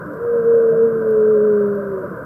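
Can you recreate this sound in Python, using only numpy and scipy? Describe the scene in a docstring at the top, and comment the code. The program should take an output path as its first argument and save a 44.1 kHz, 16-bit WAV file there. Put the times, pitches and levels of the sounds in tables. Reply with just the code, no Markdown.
"""A whale gives one long, slowly falling moan under water: three partials on one wavering pitch,
the second far the strongest, with a narrow noise rasp and a faint echo off surface and seabed.
Around it lie a few soft gurgles (short sinking tones), the water's steady rumble and hiss
(coloured noise) and faint crackles (decaying noise bursts).
The underwater recorder adds a thin, high whine."""
import sys
import numpy as np
from scipy import signal
from scipy.fft import rfft, irfft
from scipy.io import wavfile
from scipy.ndimage import uniform_filter1d

SR = 44100
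rng = np.random.default_rng(int(sys.argv[2]) if len(sys.argv) > 2 else 0)


def wav_out(sig):
    """Save sig, one row per channel (or a flat mono array), as 16-bit PCM at SR to the path in sys.argv[1]."""
    wavfile.write(sys.argv[1], SR, np.round(np.clip(np.atleast_2d(sig).T, -1, 1) * 32767).astype(np.int16))


N = 99225
TIME = np.arange(N) / SR

# moan fundamental (time [s], pitch [Hz])
MOAN_PITCH = [(.17, 222.3), (.235, 238), (.28, 236.3), (.38, 234.6), (.43, 227.3), (.47, 232.1),
              (.56, 231.6), (.65, 227.7), (.77, 226.1), (.85, 229.5), (1.02, 222.3), (1.22, 214.2),
              (1.32, 215.7), (1.39, 208.9), (1.45, 212.7), (1.66, 203.8), (1.81, 202.4), (1.93, 195.2),
              (2.0, 186.2), (2.12, 190.3)]
# partials 1-3 and rasp (time [s], level [dB])
PARTIAL_1_LEVEL = [(.2, -60.5), (.34, -36), (.77, -33.5), (.85, -27), (.95, -33), (1.2, -29.5), (1.66, -24),
                   (1.9, -33), (2.05, -47)]
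PARTIAL_2_LEVEL = [(.16, -34.5), (.235, -21), (.31, -17), (.39, -15), (.435, -19.5), (.485, -11),
                   (.57, -11), (.625, -13.5), (.70, -11.5), (.745, -18), (.80, -11.5), (.845, -10.5),
                   (.905, -18.5), (1.04, -19.5), (1.09, -14), (1.21, -13), (1.35, -12.5), (1.40, -14),
                   (1.53, -13.5), (1.73, -20.5), (1.81, -27), (1.89, -27.5), (1.95, -22), (2.01, -30),
                   (2.11, -42.5)]
PARTIAL_3_LEVEL = [(.25, -55), (.42, -47), (.82, -43.5), (.95, -58), (1.1, -44), (1.9, -42.5), (2.1, -45)]
RASP_LEVEL = [(.15, -48), (.33, -39.5), (.66, -37), (.8, -30.5), (.96, -39.5), (1.1, -28), (1.25, -34.5),
              (1.5, -30.5), (1.67, -40), (1.87, -33.5), (2.12, -46.5)]

def whale(jitter=.002, jitter_hz=30, shimmer_db=.31, shimmer_hz=35, fade_s=.04):
    """Three harmonics of one wavering pitch, with a narrow rasp above the strongest."""
    pitch_hz = uniform_filter1d(curve(MOAN_PITCH), size=900) * (1 + jitter * wander(jitter_hz))
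    phase = 2 * np.pi * np.cumsum(pitch_hz) / SR
    partials = np.zeros(N)
    for k, levels in enumerate([PARTIAL_1_LEVEL, PARTIAL_2_LEVEL, PARTIAL_3_LEVEL], 1):
        level_db = curve(levels) + shimmer_db * wander(shimmer_hz)
        partials += amp(level_db) * np.cos(k * phase + 2 * np.pi * rng.random())
    rasp = amp(curve(RASP_LEVEL)) * unit(band(rng.standard_normal(N), hz=563.7, width_hz=65))
    start_s, end_s = PARTIAL_2_LEVEL[0][0], PARTIAL_2_LEVEL[-1][0]
    gate = np.clip(1 + np.minimum(TIME - start_s, end_s - TIME) / fade_s, 0, 1)
    return gate * (np.sqrt(2) * partials + rasp)


def sea_echo(x, level_db=-27, t60_s=1):
    """Faint diffuse tail from surface and seabed."""
    tail = rng.standard_normal(N) * amp(-60 * TIME / t60_s)
    return amp(level_db) * signal.fftconvolve(x, tail / np.linalg.norm(tail))[:N]


# gurgles (start [s], length [s], mid pitch [Hz], level [dB])
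GURGLE_EVENTS = [(.04, .12, 298, -33.5), (.33, .05, 555, -29.5), (0.489, 0.18, 537, -27.5),
                 (.70, .075, 160, -30.5), (.705, .06, 630, -31.5), (.705, .06, 392, -30),
                 (.91, .08, 365, -40), (1.335, 0.08, 547.4, -28.5), (1.407, .075, 587.4, -29),
                 (1.6, 0.059, 548, -33.5), (1.718, .11, 601.4, -32.5), (2.025, 0.049, 569.3, -27.5),
                 (2.1, 0.064, 326.4, -35.5)]

def gurgles(sag=.08, roughness=.3, roughness_hz=35):
    """Short, rough, slightly sinking tones in the water."""
    out = np.zeros(N)
    for start_s, length_s, hz, level_db in GURGLE_EVENTS:
        progress = np.arange(0, length_s, 1 / SR) / length_s
        phase = 2 * np.pi * np.cumsum(hz * (1 - sag * (progress - .5))) / SR
        envelope = amp(level_db) * np.sqrt(2) * np.sin(np.pi * progress)
        rough = 1 + roughness * wander(roughness_hz)[:len(progress)]
        add(out, start_s, envelope * rough * np.sin(phase))
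    return out


# water noise spectra; fizz also colours the ticks (frequency [Hz], relative density [dB])
RUMBLE_SPECTRUM = [(20, -27), (50, -23.5), (70, -13.5), (95, -9), (135, -3), (180, -1.5), (240, -7.5),
                   (320, -7), (420, -2.5), (520, 0.5), (600, -4), (680, -14.5), (750, -19.5), (820, -34),
                   (1500, -73.5)]
HISS_SPECTRUM = [(600, -43), (820, -18.5), (890, -11.5), (960, 0), (1075, 2), (1105, -14.5), (1135, 1.5),
                 (1250, 0), (1400, 1.5), (1500, 1), (1580, 2), (1680, -10.5), (1800, -19.5), (2000, -24.5),
                 (2300, -34), (3000, -49.5), (4500, -69)]
FIZZ_SPECTRUM = [(1500, -3), (2800, -3), (4100, -7.5), (5000, -4), (6800, -8), (7900, -2.5), (8700, -6),
                 (9600, -3), (12200, -2), (13200, -6.5), (15700, -9.5)]

def water():
    """Steady water noise: low rumble, mid-band hiss, fine fizz."""
    rumble = amp(-31) * wash(RUMBLE_SPECTRUM, drift_db=1.5)
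    hiss = amp(-37) * wash(HISS_SPECTRUM, drift_db=.37)
    fizz = amp(-66.5) * wash(FIZZ_SPECTRUM, drift_db=1.4)
    return rumble + hiss + fizz


# noise bursts, ahead of filtering (start [s], snap gain [dB], ring gain [dB], decay [s])
CRACKLE_EVENTS = [(.059, -59, -66, .004), (.135, -53, -60, .002), (.44, -62, -63, .005),
                  (.554, -59, -50, .005), (.6, -63, -55, .006), (.77, -61, -62, .012),
                  (1.018, -63, -55, .005), (1.084, -55, -60, .004), (1.104, -57, -45.5, .007),
                  (1.129, -58, -56, .003), (1.611, -58, -66, .002), (1.749, -62, -52, .008)]
# snap filter (frequency [Hz], gain [dB])
SNAP_FILTER = [(1500, -3), (2900, 2), (3700, -5), (5200, 0), (7000, -7), (10000, -3), (13000, -5),
               (15700, -10)]

def crackles(ring_hz=12100, ring_width_hz=1100):
    """Sparse noise bursts, each a broad snap with a high ring."""
    snaps, rings = np.zeros((2, N))
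    for start_s, snap_db, ring_db, decay_s in CRACKLE_EVENTS:
        rise_s = .3 * decay_s
        envelope = 2 * (1 - np.exp(-TIME / rise_s)) * np.exp(-TIME / decay_s)
        burst = envelope * rng.standard_normal(N)
        add(snaps, start_s, amp(snap_db) * burst)
        add(rings, start_s, amp(ring_db) * burst)
    return tinted(snaps, SNAP_FILTER) + band(rings, ring_hz, ring_width_hz)


def ticks(rate_per_s=130, level_db=-75.5, spread_db=3, decay_s=.0012):
    """Many tiny noise bursts of random time and size."""
    sizes = amp(spread_db * np.minimum(rng.exponential(1, N), 3))
    impulses = sizes * (rng.random(N) < rate_per_s / SR)
    envelope = signal.lfilter([1], [1, -np.exp(-1 / (decay_s * SR))], impulses)
    return amp(level_db) * unit(tinted(envelope * rng.standard_normal(N), FIZZ_SPECTRUM))


def recorder_whine(hz=12408, level_db=-69, flutter=.13, flutter_hz=90):
    """The recorder's thin tone, fluttering in level."""
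    tone = amp(level_db) * np.sqrt(2) * np.sin(2 * np.pi * hz * TIME)
    return tone * (1 + flutter * wander(flutter_hz))


def amp(db):
    """Decibels to gain."""
    return 10 ** (np.asarray(db) / 20)


def unit(x):
    """Scales to unit rms."""
    return x / np.sqrt(np.mean(x ** 2) + 1e-20)


def curve(points):
    """Breakpoints to one value per sample."""
    return np.interp(TIME, *np.transpose(points))


def tinted(x, spectrum):
    """Filters by a spectrum, interpolated in log frequency."""
    hz, db = np.transpose(spectrum)
    bins_hz = np.fft.rfftfreq(N, 1 / SR)
    gain = amp(np.interp(np.log(bins_hz + 1), np.log(hz + 1), db))
    return irfft(rfft(x) * gain, N)


def band(x, hz, width_hz):
    """Steep band-pass, unity peak gain."""
    bins_hz = np.fft.rfftfreq(N, 1 / SR)
    return irfft(rfft(x) / np.sqrt(1 + (2 * (bins_hz - hz) / width_hz) ** 6), N)


def wander(rate_hz):
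    """Low-passed noise, unit rms."""
    return unit(band(rng.standard_normal(N), 0, 2 * rate_hz))


def add(mix, start_s, sound):
    """Mixes a sound in at a time."""
    part = mix[max(round(start_s * SR), 0):][:len(sound)]
    part += sound[:len(part)]


def wash(spectrum, drift_db):
    """Unit-rms coloured noise whose level drifts in time-frequency patches."""
    cells = signal.stft(rng.standard_normal(N), nperseg=1024, noverlap=768)[2]
    patches = uniform_filter1d(rng.standard_normal(cells.shape), size=5, axis=0)
    patches = unit(uniform_filter1d(patches, size=12, axis=1))
    noise = signal.istft(cells * amp(drift_db * patches), nperseg=1024, noverlap=768)[1][:N]
    return unit(tinted(noise, spectrum))


def scene():
    """Moan and echo over the sounds of the water, mono."""
    moan = whale()
    return (moan + sea_echo(moan) + water() + gurgles() + ticks() + crackles())[None]


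def record(dry, cutoff_hz=15750):
    """The recorder adds its whine, then limits the band."""
    lowpass = signal.firwin(1023, cutoff_hz, window=("kaiser", 9), fs=SR)
    return signal.oaconvolve(dry + recorder_whine(), lowpass[None], "same")


dry = scene()
out = record(dry)
wav_out(out)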